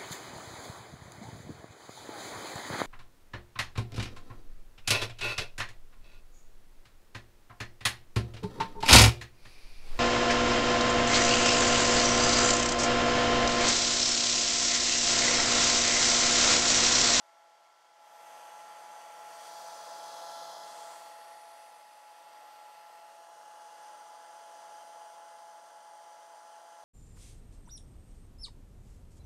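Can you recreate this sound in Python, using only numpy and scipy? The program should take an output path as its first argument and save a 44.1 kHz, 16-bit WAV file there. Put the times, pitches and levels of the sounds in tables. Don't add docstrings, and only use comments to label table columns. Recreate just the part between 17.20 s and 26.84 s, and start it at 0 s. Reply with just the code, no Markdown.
import sys
import numpy as np
from scipy import signal
from scipy.fft import rfft, irfft, next_fast_len
from scipy.io import wavfile
from scipy.ndimage import map_coordinates

SR = 44100
rng = np.random.default_rng(int(sys.argv[2]) if len(sys.argv) > 2 else 0)


def master_out(mix):
    frames = np.transpose(np.atleast_2d(mix))
    ceiling = np.clip(frames, -1, 1)
    pcm = np.round(ceiling * 32767).astype(np.int16)
    wavfile.write(sys.argv[1], SR, pcm)


N = 425124


def whine(shaft, mains, shares, roar_db, hiss_db, blades=5):
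    strong_orders = (4, 5, 6, 8)
    # orders 4, 5, 6, 8 in dB against the roar.
    beams = [(3.1, 13.4, -8, 2.5), (.2, 10.3, -9, -1), (3.1, 9.2, -8, -2.5), (4.8, 7.2, -10, -1),
             (4.1, 11.5, -11, -1), (4.8, 10.8, -6, -5)]
    # shaft order, level in dB against the roar.
    barrel_orders = [(2, -20.5), (3, -18), (7, -12.5), (10, -12.5), (11, -20), (12, -13.5), (15, -29),
                     (16, -26)]
    # shaft order, level in dB against the hiss.
    motor_orders = [(19, -23), (20, -16.5), (24, -26), (26, -23), (37, -29)]
    # offset in multiples of the ripple, dB against the roar.
    sidebands = [(-1, -20), (1, -7)]
    beams_db = np.transpose(beams) @ shares
    strong = sum(amp(db + fading(k)) * tone(k * shaft, unrest=0.063)
                 for k, db in zip(strong_orders, beams_db))
    weak = sum(amp(db) * tone(round(k) * shaft, unrest=0.13) for k, db in barrel_orders)
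    thin = sum(amp(db) * tone(round(k) * shaft, unrest=0.13) for k, db in motor_orders)
    throb = sum(amp(db) * tone(blades * shaft + round(k) * mains, unrest=0.093) for k, db in sidebands)
    return amp(roar_db) * (strong + throb + weak) + amp(hiss_db) * thin


def rotor(flutter_hz, flutter_rate):
    # time in seconds, turns a second.
    motor_speed = [(0, 168.25), (.6, 168.3), (1.5, 168.65), (5, 168.65), (6, 168.95), (6.8, 168.75),
                   (8, 168.95), (9.64, 169.0)]
    speed, = curves(motor_speed)
    return 2 * np.pi * np.cumsum(speed + flutter_hz * wobble(flutter_rate)) / SR


def tone(angle, unrest):
    phase = angle + rng.uniform(0, 2 * np.pi)
    in_phase = (1 + unrest * wobble(40)) * np.cos(phase)
    quadrature = unrest * wobble(40) * np.sin(phase)
    return np.sqrt(2) * (in_phase + quadrature)


def fading(order, sway_db=0.73, sway_rate=6):
    # centre in seconds, half length in seconds, order, depth in dB.
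    nodes = [(0, 1, 5, -6), (.55, .1, 5, -2.5), (.62, 0.18, 4, -7), (3.447, 0.13, 8, -4.5),
             (4.65, 0.36, 8, -3), (4.755, 0.3, 4, -5), (5.35, 0.21, 4, -8), (6.694, 0.45, 4, -4.5)]
    t = np.arange(N) / SR
    dips_db = sum(db * np.exp(-((t - centre) / half) ** 2)
                  for centre, half, k, db in nodes if round(k) == order)
    return dips_db + sway_db * wobble(sway_rate)


def roar(roar_db):
    # frequency in Hz, relative density in dB.
    barrel = [(25, -57), (60, -49), (95, -37), (150, -25.5), (240, -19.5), (310, -15), (405, -12.5),
              (500, -3), (620, 1), (900, 3), (1080, -2.5), (1400, -5.5), (1800, -15), (2300, -34),
              (4000, -68)]
    gain = amp(roar_db - 2.22 + 0.42 * wobble(12))
    return gain * rush(barrel, band_hz=(380, 630), room_db=-21, room_t60=0.6)


def hiss(shaft, mains, shares, hiss_db):
    # frequency in Hz, relative density in dB.
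    aside = [(700, -27), (1500, 2), (2050, 4), (2400, -3.5), (2850, -2.5), (3220, -0.5), (3650, -5.5),
             (4600, -4), (6200, -6.5), (7400, -8.5), (8800, -12.5), (12000, -16), (14800, -24),
             (15600, -27)]
    tilted = [(700, -31), (1500, 5), (1850, 11.5), (2300, 3), (2700, 5.5), (3300, 5), (3850, -2),
              (4600, -3), (5400, 0), (6200, 2.5), (7600, -2), (11500, -5.5), (15500, -17)]
    beside_arm = [(700, -38), (1700, -1.5), (2300, -9), (2900, -4.5), (3300, -1.5), (3700, -4),
                  (4500, -1.5), (5300, -2.5), (6400, -1.5), (7600, -6.5), (9700, -10), (12100, -13),
                  (14000, -21), (15500, -20)]
    behind_arm = [(700, -27), (1700, -7), (2250, -14), (2900, -10), (3200, 1), (3700, -3.5), (4400, 1.5),
                  (5300, -3), (6900, -5), (7600, -10.5), (8800, -13), (9800, -9), (13800, -19),
                  (15500, -24)]
    leaning = [(700, -20), (1850, 9), (2300, 0), (2700, 3.5), (3900, -2), (4600, 0.5), (5600, -2.5),
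               (7300, -4.5), (9000, -3), (10500, -8.5), (12000, -6.5), (13500, -13.5), (15500, -18)]
    upright = [(700, -16), (1650, 8.5), (2350, -4), (2850, 0), (3120, 0.5), (3450, -4.5), (4150, -3.5),
               (4850, 0), (6300, -.5), (7550, -4.5), (9000, -2.5), (10500, -6.5), (13600, -15.5),
               (15500, -19)]
    # centre in Hz, width in Hz, lift in dB.
    housing = [(4650, 650, 1.5), (6060, 240, 2.5), (8230, 310, 3.5), (9460, 780, 1.5), (11540, 410, 1)]
    poses = [aside, tilted, beside_arm, behind_arm, leaning, upright]
    air = sum(np.sqrt(share) * rush(pose, band_hz=(3000, 15000), room_db=-8, room_t60=0.11, peaks=housing)
              for pose, share in zip(poses, shares))
    air = table_bounce(air + swells(), strength=0.13, delay_ms=0.824, sway_ms=0.038)
    pulsing = 1 + 0.035 * np.cos(shaft) + 0.027 * np.cos(2 * shaft) + 0.022 * np.cos(mains)
    flutter = 1 + 0.031 * tone(2 * np.pi * 48 * np.arange(N) / SR, unrest=0.26)
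    return amp(hiss_db - 0.32 + 0.22 * wobble(25)) * pulsing * flutter * air


def swells():
    # start, peak and end in seconds, centre and width in Hz, level in dB against the hiss.
    resonances = [(0.775, .95, 1.4, 12100, 2200, -11), (1.066, 1.6, 2.4, 4560, 300, -9.5),
                  (1.62, 2.399, 2.6, 12100, 1400, -17), (2.0, 2.35, 2.3, 8800, 1000, -9),
                  (3.404, 3.693, 3.95, 7800, 2600, -2.5), (3.6, 3.8, 4, 14700, 1500, -16),
                  (3.7, 4.25, 5.1, 10150, 2010, -6), (4.8, 5.3, 6.8, 12000, 700, -15),
                  (4.6, 5.3, 8.6, 3000, 700, -8.5), (6.8, 7.3, 19.4, 3120, 45, -11),
                  (.25, .7, 1.5, 3240, 200, -10)]
    t = np.arange(N) / SR
    out = np.zeros(N)
    for start, peak, end, hz, width, db in resonances:
        edges = np.clip([hz - width / 2, hz + width / 2], 100, SR / 2 - 100)
        bandpass = signal.butter(2, edges, "bandpass", fs=SR, output="sos")
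        band = signal.sosfilt(bandpass, rng.standard_normal(N))
        envelope = np.sqrt(np.interp(t, [start, peak, end], [0, 1, 0]))
        out += amp(db) * envelope * band / band.std()
    return out


def table_bounce(x, strength, delay_ms, sway_ms):
    delay = (delay_ms + sway_ms * wobble(1.507)) * SR / 1000
    bounce = map_coordinates(x, [np.arange(N) - delay])
    return (x + strength * bounce) / np.hypot(1, strength)


def hum(shaft, mains, roar_db, near_db=-58, proximity=1.52):
    level_db = near_db + proximity * (roar_db - near_db)
    return amp(level_db) * (amp(-24) * tone(shaft, unrest=0.2) + amp(-42.5) * tone(mains, unrest=0.1))


def pose_shares():
    turns = [(0.758, 1.07), (2.0, 2.33), (2.6, 3.2), (3.4, 4.1), (5.8, 6.1)]
    t = np.arange(N) / SR
    shares = [np.ones(N)]
    for start, end in turns:
        turned = np.clip((t - start) / (end - start), 0, 1)
        shares = [share * (1 - turned) for share in shares] + [turned]
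    return np.array(shares)


def rush(spectrum, band_hz, room_db, room_t60, peaks=()):
    size = next_fast_len(N + 8192)
    hz = np.fft.rfftfreq(size, 1 / SR)
    knots_hz, db = np.transpose(spectrum)
    lift_db = sum(lift / (1 + (2 * (hz - centre) / width) ** 2) for centre, width, lift in peaks)
    gain = amp(np.interp(np.log(hz + 1), np.log(knots_hz), db) + lift_db)
    gain *= np.minimum(hz / knots_hz[0], 1) ** 2
    t = np.arange(SR // 4) / SR
    room_tail = rng.standard_normal(len(t)) * amp(-60 * t / room_t60)
    gain *= np.abs(1 + amp(room_db) * rfft(room_tail / np.linalg.norm(room_tail), size))
    gain /= np.sqrt(np.mean(gain ** 2 * (hz > band_hz[0]) * (hz < band_hz[1])))
    return irfft(rfft(rng.standard_normal(size)) * gain, size)[:N]


def amp(db):
    return 10 ** (np.asarray(db) / 20)


def curves(rows):
    times, *columns = np.transpose(rows)
    return [np.interp(np.arange(N) / SR, times, column) for column in columns]


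def wobble(rate):
    return map_coordinates(rng.standard_normal(int(N * rate / SR) + 4), [np.arange(N) * rate / SR])


def scene():
    # time in seconds, barrel roar and grille hiss in relative dB.
    air_flow = [(0, -72, -71), (0.35, -73, -71.5), (0.75, -72, -71), (1.1, -61.5, -61), (2.0, -61, -60.5),
                (2.3, -58.5, -54.5), (2.8, -57, -53.5), (3.2, -56, -51.5), (3.5, -57.5, -54.5),
                (4.0, -63, -61), (4.75, -68, -65.5), (5.25, -65, -64), (6.0, -66, -65.1), (6.7, -63, -61.5),
                (7.0, -64, -63.1), (7.5, -62.5, -61.5), (8.4, -65, -64.5), (9.64, -65.5, -64.1)]
    roar_db, hiss_db = curves(air_flow)
    shares = pose_shares()
    shaft = rotor(flutter_hz=0.082, flutter_rate=14)
    mains = 2 * np.pi * 120 * np.arange(N) / SR
    tones = whine(shaft, mains, shares, roar_db, hiss_db) + hum(shaft, mains, roar_db)
    return (tones + roar(roar_db) + hiss(shaft, mains, shares, hiss_db))[None]


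def record(dry):
    top_hz = 15720
    size = next_fast_len(N + 8192)
    passband = np.fft.rfftfreq(size, 1 / SR) < top_hz
    return irfft(rfft(dry, size) * passband, size)[..., :N]


dry = scene()
out = record(dry)
master_out(out)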